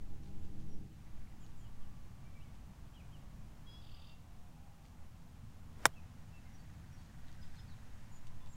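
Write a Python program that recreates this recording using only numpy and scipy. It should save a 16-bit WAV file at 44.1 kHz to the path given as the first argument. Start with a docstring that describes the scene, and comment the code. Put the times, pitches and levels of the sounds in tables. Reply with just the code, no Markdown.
"""An iron swishes down, strikes the golf ball with one crisp click and cuts through the turf; shoes and clothes brush.
The click is a short contact pulse, decaying sine modes and noise bursts; the swish is noise swelling to the strike.
Around it lies an open course: wind rumbles on the microphone, a far roar and leaves hiss (coloured noise),
two far mowers drone (harmonics of their firing rates), faint tones whine, and birds whistle, rattle and trill.
"""
import sys
import numpy as np
from scipy import signal
from scipy.fft import rfft, irfft, next_fast_len
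from scipy.io import wavfile

SR = 44100
rng = np.random.default_rng(int(sys.argv[2]) if len(sys.argv) > 2 else 0)


def wrap_up_sound(samples):
    """Save the sound to the file named by the first command line argument, as 16-bit audio."""
    columns = np.atleast_2d(samples).T
    # keep every value between -1 and 1, then stretch to whole-number steps
    tamed = np.clip(columns, -1, 1)
    steps = np.round(tamed * 32767).astype(np.int16)
    wavfile.write(sys.argv[1], SR, steps)


N = 377485
TIME_S = np.arange(N) / SR

# Wind on the microphone. Each row: time in seconds, slow buffeting level in dB, rumble level in dB.
GUST = [(0.05, -34.5, -57), (.45, -40, -53), (.75, -36.5, -53.5), (1.0, -55.5, -57.5), (1.2, -45, -54),
        (1.8, -41, -55.5), (2.6, -53, -55.5), (3.4, -50.5, -54), (3.9, -47, -57), (4.8, -56, -58.5),
        (5.55, -51, -56), (6.1, -55, -57), (6.85, -54, -54.7), (7.6, -46, -55), (8.56, -45, -56)]
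# Colour of the wind rumble. Each row: frequency in Hz, relative density in dB per Hz.
RUMBLE_COLOUR = [(20, -4.5), (35, -3), (60, -3.5), (110, -0.5), (160, -8), (215, -10), (320, -21),
                 (420, -38), (900, -49)]

# Level of the distant roar. Each row: time in seconds, level in dB.
ROAR_LEVEL = [(0, -72.5), (.6, -73), (.85, -80), (1.05, -70.5), (3.6, -68.5), (4.4, -69.8), (8.56, -69)]
# Colour of the roar. Each row: frequency in Hz, relative density in dB per Hz.
ROAR_COLOUR = [(150, -6), (400, -1), (600, 1), (800, 3), (1100, -0.5), (1500, -5), (2100, -10.5),
               (2800, -14), (5000, -41.5)]
# Colour of the leaves. Each row: frequency in Hz, relative density in dB per Hz.
LEAVES_COLOUR = [(1000, -2.5), (2800, 4), (4500, 0.5), (6500, 0.5), (8500, -2.5), (11000, -5), (15500, -6)]
LEAVES_DB, LEAVES_FOLLOW = -73.5, 0.13  # level at mean roar; share of the roar's dB swing
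# Breeze sighing in the trees. Each row: time in seconds, level in dB.
BREEZE_LEVEL = [(0, -79.5), (2.2, -78.5), (3.6, -78.5), (4.2, -95), (6.3, -74.5), (8.1, -71.5), (8.56, -77)]
# Colour of the sigh. Each row: frequency in Hz, relative density in dB per Hz.
SIGH_COLOUR = [(700, -16.5), (1300, -2.5), (1700, 1.5), (2300, -3), (3500, -10), (7000, -10)]

# Lower distant mower. Each row: time in seconds, firing rate in Hz, level in dB.
LOW_MOWER = [(0, 48.4, -55), (1.9, 48.5, -56), (2.2, 48.5, -62), (2.6, 48.4, -56), (3.7, 48, -56),
             (4.2, 48, -68), (8.56, 48, -76)]
# Its harmonics. Each row: multiple of the firing rate, relative level in dB.
LOW_ORDERS = [(1, -3.5), (2, -10.5), (3, -5.5), (4, -5), (5, -18), (6, -17), (6.5, -12), (8.5, -21)]
# Higher distant mower. Each row: time in seconds, firing rate in Hz, level in dB.
HIGH_MOWER = [(0, 72, -52.5), (.8, 71.84, -61), (1.1, 76.34, -66.5), (4, 78.95, -64), (5, 80.4, -60),
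              (6, 80.56, -58.5), (7.6, 80.8, -63.5), (8.56, 80.56, -61.5)]
# Its harmonics. Each row: multiple of the firing rate, relative level in dB.
HIGH_ORDERS = [(.5, -7), (1, -2.5), (2, -7.5), (3, -16.5)]
# Carry of overtones and engine noise over open ground. Each row: time in seconds, gain in dB.
CARRY = [(0, -4), (.75, 1.5), (1.05, -10.5), (3.5, -15), (4.2, -30), (8.56, -17)]
# Colour of the engine noise. Each row: frequency in Hz, relative density in dB per Hz.
ENGINE_COLOUR = [(100, -12), (200, -6.5), (310, -0.5), (420, -2.5), (550, -10), (800, -12.5), (1500, -31.5)]

# Faint whines of far machinery and tyres. Each row: middle in seconds, half length in seconds,
# centre frequency in Hz, level in dB.
WHINES = [(.4, .5, 808, -79), (2.1, 0.98, 1155, -80), (3.2, 0.28, 1113, -81), (4.0, .25, 1170, -80),
          (4.4, .2, 720, -76.5), (4.65, 0.3, 810, -76), (8.45, 0.36, 1018, -74)]

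# Plain whistles and chips. Each row: start in seconds, length in seconds, middle pitch in Hz,
# glide in octaves, level in dB.
WHISTLES = [(.09, .048, 3500, 0, -79), (.683, .082, 5700, 0, -77), (2.239, .06, 2340, .08, -75),
            (2.345, .045, 2315, -0.045, -72), (2.399, .04, 2850, .25, -72), (2.43, .07, 2230, -.1, -76),
            (2.995, .026, 2460, -0.33, -68), (3.975, .018, 2750, -.1, -69), (4.023, .022, 2730, -.03, -70),
            (4.065, .1, 2750, -0.011, -70), (5.928, .025, 3260, .2, -74), (5.954, .051, 2600, -.15, -67.5),
            (6.325, .076, 2680, -0.042, -70.5), (6.442, .045, 2120, -.08, -72),
            (6.524, .055, 5790, 0, -72.5), (6.578, .035, 4550, 0, -78), (6.915, .055, 5670, -.03, -75.5),
            (6.973, .04, 4500, 0, -78), (7.265, 0.031, 3870, -.29, -73), (7.414, .028, 5000, -.04, -68),
            (7.425, .02, 3550, -.34, -72), (7.559, 0.051, 3850, -.54, -69.5), (7.578, .05, 5130, 0, -70),
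            (7.674, 0.076, 4100, -.44, -72), (8.112, .075, 6980, -.01, -73), (8.40, .075, 3470, 0, -73.5),
            (8.482, 0.074, 7400, .03, -72), (8.526, .022, 6720, -.01, -69.5)]
WHISTLE_ARCH_OCT = .012  # droop at the ends of a note
# Warbles, bending up, then down, then back. Each row: start in seconds, length in seconds,
# centre pitch in Hz, level in dB.
WARBLES = [(1.40, .065, 6870, -75), (1.403, .06, 3080, -77), (1.567, .065, 7300, -77),
           (1.607, .078, 3090, -75), (1.802, .068, 3060, -78), (2.936, .06, 3080, -69),
           (3.12, .058, 3010, -70)]
WARBLE_SWING, WARBLE_TURNS = .062, .95  # share of the pitch; bend cycles per note
FAR_NOTES, FAR_NOTE_S, FAR_NOTE_DB, FAR_LOW_HZ, FAR_HIGH_HZ = 4, 0.045, -82, 2400, 7800
QUAVER_HZ, BEND_QUAVER = 13, .1  # unsteadiness of every note; extra share of its pitch range

# Shoes and clothes brushing. Each row: middle in seconds, level in dB, half length in seconds.
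SCUFFS = [(.26, -73, 0.027), (0.449, -74, .02), (.61, -73, .02), (1.462, -70, .008), (2.55, -75, .03),
          (4.865, -75, .035), (7.03, -75, .04), (7.32, -74.5, 0.054), (7.45, -70.5, 0.029),
          (7.57, -72, 0.057), (8.277, -63, 0.0077), (8.474, -72, 0.015)]
# Colour of the brushed grass. Each row: frequency in Hz, relative density in dB per Hz.
GRASS_COLOUR = [(1200, -7), (3500, 4.5), (5500, 0), (8000, -4), (13000, -29)]

# Bouts of a dry rattle far off in the trees. Each row: middle in seconds, half length in seconds,
# centre frequency in Hz, level in dB.
RATTLES = [(1.22, 0.23, 2140, -80), (7.4, .75, 1705, -75.5)]

# Partials of the blackbird's reedy note. Each row: multiple of the base pitch, relative level in dB.
REED_PARTIALS = [(5, -17), (6, 0), (7, -18), (8, -19), (9, -10), (10, -21)]
REED_START_S, REED_END_S, REED_ATTACK_S, REED_RELEASE_S, REED_DB = 3.658, 3.775, 0.015, 0.045, -64
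REED_HZ, REED_RISE_HZ_PER_S, REED_LIFT_HZ, REED_LIFT_S = 550, 80, 7, .025  # base pitch, at multiple 1
REED_OPENS_S, REED_DARK_DB = .06, 3.5  # outer partials swell in; initial loss per multiple
# Bands swept by the trill. Each row: centre in Hz, sweep either way in Hz, relative level in dB.
TRILL_BANDS = [(2960, 240, -3), (3500, 230, -1), (4650, 260, -3)]
TRILL_START_S, TRILL_END_S, TRILL_ATTACK_S, TRILL_RELEASE_S, TRILL_DB = 3.80, 4.11, .025, .035, -67.5

STRIKE_S = 5.855
SWISH_DB, SWISH_RISE_DB_PER_S, SWISH_HOLD_S, SWISH_FALL_DB_PER_S = -54.5, 160, 0.019, 550
# Colour of the swish. Each row: frequency in Hz, relative density in dB per Hz.
SWISH_COLOUR = [(150, -3.5), (400, 8.5), (900, 2.5), (1600, -1), (3000, -8.5), (7000, -14), (15000, -24)]
CONTACT_S, CONTACT_DB = .0005, -17  # time squashed on the face; pulse height before the band-pass
# Modes of club head and ball, before the turf chokes them. 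Each row: frequency in Hz, level in dB,
# t60 in seconds.
STRIKE_MODES = [(338, -30.3, 0.0438), (471, -28.1, 0.042), (661, -29.4, 0.0595), (744, -25.9, 0.0426),
                (891, -8.5, 0.0074), (1209, -18.8, 0.0218), (1363, -14.2, 0.0152), (1624, -7.6, 0.0074),
                (1960, -22.4, 0.026), (2261, -19.0, 0.0152), (3189, -24.0, 0.0157), (3578, -28.3, 0.0311),
                (3865, -30.4, 0.0186), (5105, -17.6, 0.0059), (5579, -22.6, 0.0177), (5971, -19.8, 0.0059),
                (7180, -35.8, 0.0055), (7508, -27.5, 0.0343), (7512, -15.6, 0.0092), (8110, -21.2, 0.0074),
                (8920, -28.4, 0.0103), (9279, -26.9, 0.0339), (9329, -18.1, 0.0074), (11128, -33.0, 0.0106),
                (11696, -38.8, 0.041), (12890, -31.8, 0.0096), (14138, -38.6, 0.0385)]
# Face crack, then blade in the turf, before the choke. Each row: delay in seconds, low edge in Hz,
# high edge in Hz, level in dB, t60 in seconds.
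STRIKE_BURSTS = [(0, 5070, 14000, -28, 0.0063), (.001, 2000, 14900, -34, 0.064),
                 (.0055, 301, 900, -25.5, 0.022), (.0065, 5060, 10200, -42, .02)]
CUTOFF_HZ = 15750


def from_db(db):
    """Decibels to gain."""
    return 10 ** (np.asarray(db) / 20)


def rms_one(x):
    """Scale to unit power."""
    return x / np.sqrt(np.mean(x ** 2) + 1e-20)


def in_time(rows):
    """Interpolate each column of a curve at every sample."""
    s, *columns = np.transpose(rows)
    return [np.interp(TIME_S, s, column) for column in columns]


def noise(colour_rows):
    """Unit-power noise of the given colour, falling 20 dB per octave faster beyond its ends."""
    hz, db = np.transpose(colour_rows)
    size = next_fast_len(N)
    octave = np.log2(np.maximum(np.arange(size // 2 + 1), 1) * SR / size)
    outside = np.abs(octave - np.clip(octave, np.log2(hz[0]), np.log2(hz[-1])))
    colour_db = np.interp(octave, np.log2(hz), db) - 20 * outside
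    spectrum = rfft(rng.standard_normal(size)) * from_db(colour_db)
    return rms_one(irfft(spectrum, size)[:N])


def drift(rate_hz):
    """Smooth random signal of spread 1, changing about rate_hz times a second."""
    return noise([(rate_hz / 10, 0), (rate_hz, 0)])


def band(x, low_hz, high_hz):
    """Causal band-pass."""
    edges_hz = [low_hz, min(high_hz, SR / 2 - 1000)]
    return signal.sosfilt(signal.butter(2, edges_hz, "band", fs=SR, output="sos"), x)


def decay(start_s, t60_s):
    """Time since a blow, and its exponential decay."""
    age_s = np.maximum(TIME_S - start_s, 0)
    fading = (TIME_S >= start_s) * 1000.0 ** -np.minimum(age_s / t60_s, 10)
    return age_s, fading


def turn(hz):
    """Running phase of a changing frequency."""
    return 2 * np.pi * np.cumsum(hz) / SR


def swell(middle_s, half_s):
    """Gaussian rise and fall."""
    return np.exp(-((TIME_S - middle_s) / half_s) ** 2)


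def held(start_s, end_s, attack_s, release_s):
    """Attack, hold until the end, release."""
    attack = np.clip((TIME_S - start_s) / attack_s, 0, 1)
    release = np.clip(1 - (TIME_S - end_s) / release_s, 0, 1)
    return attack * release


def wind(lumpy_db=1.7, flutter_db=0.6):
    """Large eddies push slowly on the diaphragm; small ones rumble."""
    buffet_db, rumble_db = in_time(GUST)
    buffet_colour = [(3, 4.0), (7, 4.0), (14, -13.0), (22, -22.5), (35, -29.5)]  # (Hz, dB per Hz)
    buffet = from_db(buffet_db + lumpy_db * drift(4)) * noise(buffet_colour)
    rumble = from_db(rumble_db + flutter_db * drift(7.9)) * noise(RUMBLE_COLOUR)
    return buffet + rumble


def open_air():
    """A far roar, with leaves and a breeze in the tree line, all coloured noise."""
    roar_db, = in_time(ROAR_LEVEL)
    breeze_db, = in_time(BREEZE_LEVEL)
    roar = from_db(roar_db + .4 * drift(8)) * noise(ROAR_COLOUR)
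    leaves_db = LEAVES_DB + LEAVES_FOLLOW * (roar_db - roar_db.mean())
    leaves = from_db(leaves_db) * noise(LEAVES_COLOUR)
    breeze = from_db(breeze_db) * noise(SIGH_COLOUR)
    return roar + leaves + breeze


def mower(curve, orders, overtone_db, waver_db, wobble):
    """Multiples of the firing rate, each fading in and out in the moving air."""
    hz, level_db = in_time(curve)
    phase = turn(hz * (1 + wobble * drift(4.4)))
    lines = np.zeros(N)
    for multiple, db in orders:
        line_db = db + overtone_db * (multiple > 1) + waver_db * drift(2.9)
        lines += from_db(line_db) * np.sin(multiple * phase + rng.uniform(0, 2 * np.pi))
    return np.sqrt(2) * from_db(level_db) * lines


def mowers():
    """Two engines drone; the lower one's overtones and the engine noise share one carry curve."""
    carry_db, = in_time(CARRY)
    low = mower(LOW_MOWER, LOW_ORDERS, carry_db, waver_db=1.2, wobble=.003)
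    high = mower(HIGH_MOWER, HIGH_ORDERS, 0, waver_db=1.8, wobble=.006)
    engine_noise = from_db(carry_db - 66.5) * noise(ENGINE_COLOUR)
    return low + high + engine_noise


def whines(wander_hz=9, waver_db=2.0):
    """Narrow tones, wandering together in pitch, swell and fade."""
    wander = wander_hz * drift(25)
    tones = np.zeros(N)
    for middle_s, half_s, hz, db in WHINES:
        tones += from_db(db) * swell(middle_s, half_s) * np.sin(turn(hz + wander))
    return np.sqrt(2) * tones * from_db(waver_db * drift(10))


def add_note(out, start_s, length_s, pitch, db, quaver):
    """One near sine under a rounded envelope; pitch maps progress 0-1 to Hz, wide bends quaver more."""
    at = np.flatnonzero((TIME_S >= start_s) & (TIME_S < start_s + length_s))
    along = (TIME_S[at] - start_s) / length_s
    hz = pitch(along)
    hz = hz + (QUAVER_HZ + BEND_QUAVER * np.ptp(hz)) * quaver[at]
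    envelope = np.sqrt(2 * np.abs(np.sin(np.pi * along)))
    out[at] += from_db(db) * envelope * np.sin(turn(hz))


def whistles():
    """Small birds warble and whistle in gliding sines; fainter ones call at random farther off."""
    out, quaver = np.zeros(N), drift(203)
    for start_s, length_s, hz, db in WARBLES:
        def warble_hz(u):
            return hz * (1 + WARBLE_SWING * np.sin(2 * np.pi * WARBLE_TURNS * u))
        add_note(out, start_s, length_s, warble_hz, db, quaver)
    far = []
    for when, high, fall in rng.random(size=(FAR_NOTES, 3)):
        far_hz = FAR_LOW_HZ * (FAR_HIGH_HZ / FAR_LOW_HZ) ** high
        far.append((when * (TIME_S[-1] - FAR_NOTE_S), FAR_NOTE_S, far_hz, -.15 * fall, FAR_NOTE_DB))
    for start_s, length_s, hz, glide_oct, db in WHISTLES + far:
        def whistle_hz(u):
            return hz * 2 ** (glide_oct * (u - .5) - WHISTLE_ARCH_OCT * (2 * u - 1) ** 2)
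        add_note(out, start_s, length_s, whistle_hz, db, quaver)
    return out


def among_trees(x, t60_s=0.41, wet_db=-5):
    """Trunks and leaves scatter a short, diffuse tail: decaying noise as impulse response."""
    age_s = TIME_S[:SR // 2]
    tail = rng.standard_normal(len(age_s)) * np.exp(-np.log(1000) * age_s / t60_s)
    return x + from_db(wet_db) * signal.fftconvolve(x, tail / np.linalg.norm(tail))[:N]


def scuffs(grain_db=6.5):
    """Soft brushes of grass and cloth: noise made grainy by fast level changes."""
    pressure = sum(from_db(db) * swell(middle_s, half_s) for middle_s, db, half_s in SCUFFS)
    return pressure * rms_one(noise(GRASS_COLOUR) * from_db(grain_db * drift(200)))


def rattle(width_hz=240):
    """Quick dry pulses on tones, blurred by distance into narrow noise bands."""
    rate_hz, pulse_db, pulse_s = 20.1, 12, 7.445  # level swings pulse_db either way; one peak time
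    pulses = rms_one(from_db(pulse_db * np.cos(2 * np.pi * rate_hz * (TIME_S - pulse_s))))
    bouts = np.zeros(N)
    for middle_s, half_s, hz, db in RATTLES:
        bouts += from_db(db) * swell(middle_s, half_s) * np.sin(2 * np.pi * hz * TIME_S)
    return np.sqrt(2) * pulses * drift(width_hz) * bouts


def blackbird(rasp_hz=150, uneven_db=3.0):
    """A held reedy note of harmonics lifts at its end, then a fast trill of rasping sweeps follows."""
    lift_hz = REED_LIFT_HZ * np.clip((TIME_S - REED_END_S) / REED_LIFT_S, 0, 1)
    phase = turn(REED_HZ + REED_RISE_HZ_PER_S * (TIME_S - REED_START_S) + lift_hz)
    reed = from_db(REED_DB) * held(REED_START_S, REED_END_S, REED_ATTACK_S, REED_RELEASE_S)
    strongest = max(REED_PARTIALS, key=lambda row: row[1])[0]
    dark_db = REED_DARK_DB * np.clip(1 - (TIME_S - REED_START_S) / REED_OPENS_S, 0, 1)
    partials = np.zeros(N)
    for multiple, db in REED_PARTIALS:
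        partials += from_db(db - dark_db * abs(multiple - strongest)) * np.sin(multiple * phase)

    trill_hz, throb_db, first_pulse_s = 40, 6, 3.821  # level dips by twice throb_db
    beat = 2 * np.pi * trill_hz * (TIME_S - first_pulse_s)
    trill = from_db(TRILL_DB + throb_db * (np.cos(beat) - 1))
    trill = trill * held(TRILL_START_S, TRILL_END_S, TRILL_ATTACK_S, TRILL_RELEASE_S)
    sweeps = np.zeros(N)
    for centre_hz, sweep_hz, db in TRILL_BANDS:
        hz = centre_hz + sweep_hz * np.sin(beat) + rasp_hz * drift(580)
        sweeps += from_db(db + uneven_db * drift(80)) * np.sin(turn(hz))
    return np.sqrt(2) * (reed * partials + trill * sweeps)


def swish():
    """Air tears past the club head: noise swells to the strike, holds through the turf and dies."""
    before_s = np.maximum(STRIKE_S - TIME_S, 0)
    after_s = np.maximum(TIME_S - STRIKE_S - SWISH_HOLD_S, 0)
    level_db = SWISH_DB - SWISH_RISE_DB_PER_S * before_s - SWISH_FALL_DB_PER_S * after_s
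    return from_db(level_db) * noise(SWISH_COLOUR)


def contact(low_hz=2400, high_hz=15000):
    """The ball flattens and springs off the face: one N-shaped pulse, band-passed."""
    along = (TIME_S - STRIKE_S) / CONTACT_S
    pulse = ((along >= 0) & (along < 1)) * (1 - 2 * along)
    return from_db(CONTACT_DB) * band(pulse + 1e-18, low_hz, high_hz)


def strike(thud_hz=135, thud_db=-35, thud_t60_s=.07, thud_delay_s=0.011, buried_s=0.012, choke_t60_s=0.022):
    """Face and ball crack and ring until the blade thuds into the turf and is choked."""
    ring = np.zeros(N)
    for k, (hz, db, t60_s) in enumerate(STRIKE_MODES):
        age_s, fading = decay(STRIKE_S, t60_s)
        ring += (-1) ** k * from_db(db) * fading * np.sin(2 * np.pi * hz * age_s)  # signs alternate
    bursts = np.zeros(N)
    for delay_s, low_hz, high_hz, db, t60_s in STRIKE_BURSTS:
        _, fading = decay(STRIKE_S + delay_s, t60_s)
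        grit = rng.choice([-1, 1], N) * np.sqrt(SR / 2 / abs(high_hz - low_hz))  # offsets band-pass loss
        bursts += from_db(db) * band(grit * (fading + 1e-18), low_hz, high_hz)
    buried_for_s, choke = decay(STRIKE_S + buried_s, choke_t60_s)
    age_s, fading = decay(STRIKE_S + thud_delay_s, thud_t60_s)
    thud = from_db(thud_db) * fading * np.sin(2 * np.pi * thud_hz * age_s)
    return (ring + bursts) * np.where(buried_for_s > 0, choke, 1) + thud


def scene():
    """The player close by, the course all around."""
    player = swish() + contact() + strike() + scuffs()
    birds = among_trees(whistles() + blackbird()) + rattle()
    return (player + birds + mowers() + whines() + open_air() + wind())[None]


def record(dry):
    """Steep elliptic low-pass cuts the top."""
    return signal.sosfilt(signal.ellip(10, .1, 80, CUTOFF_HZ, fs=SR, output="sos"), dry)


dry = scene()
out = record(dry)
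wrap_up_sound(out)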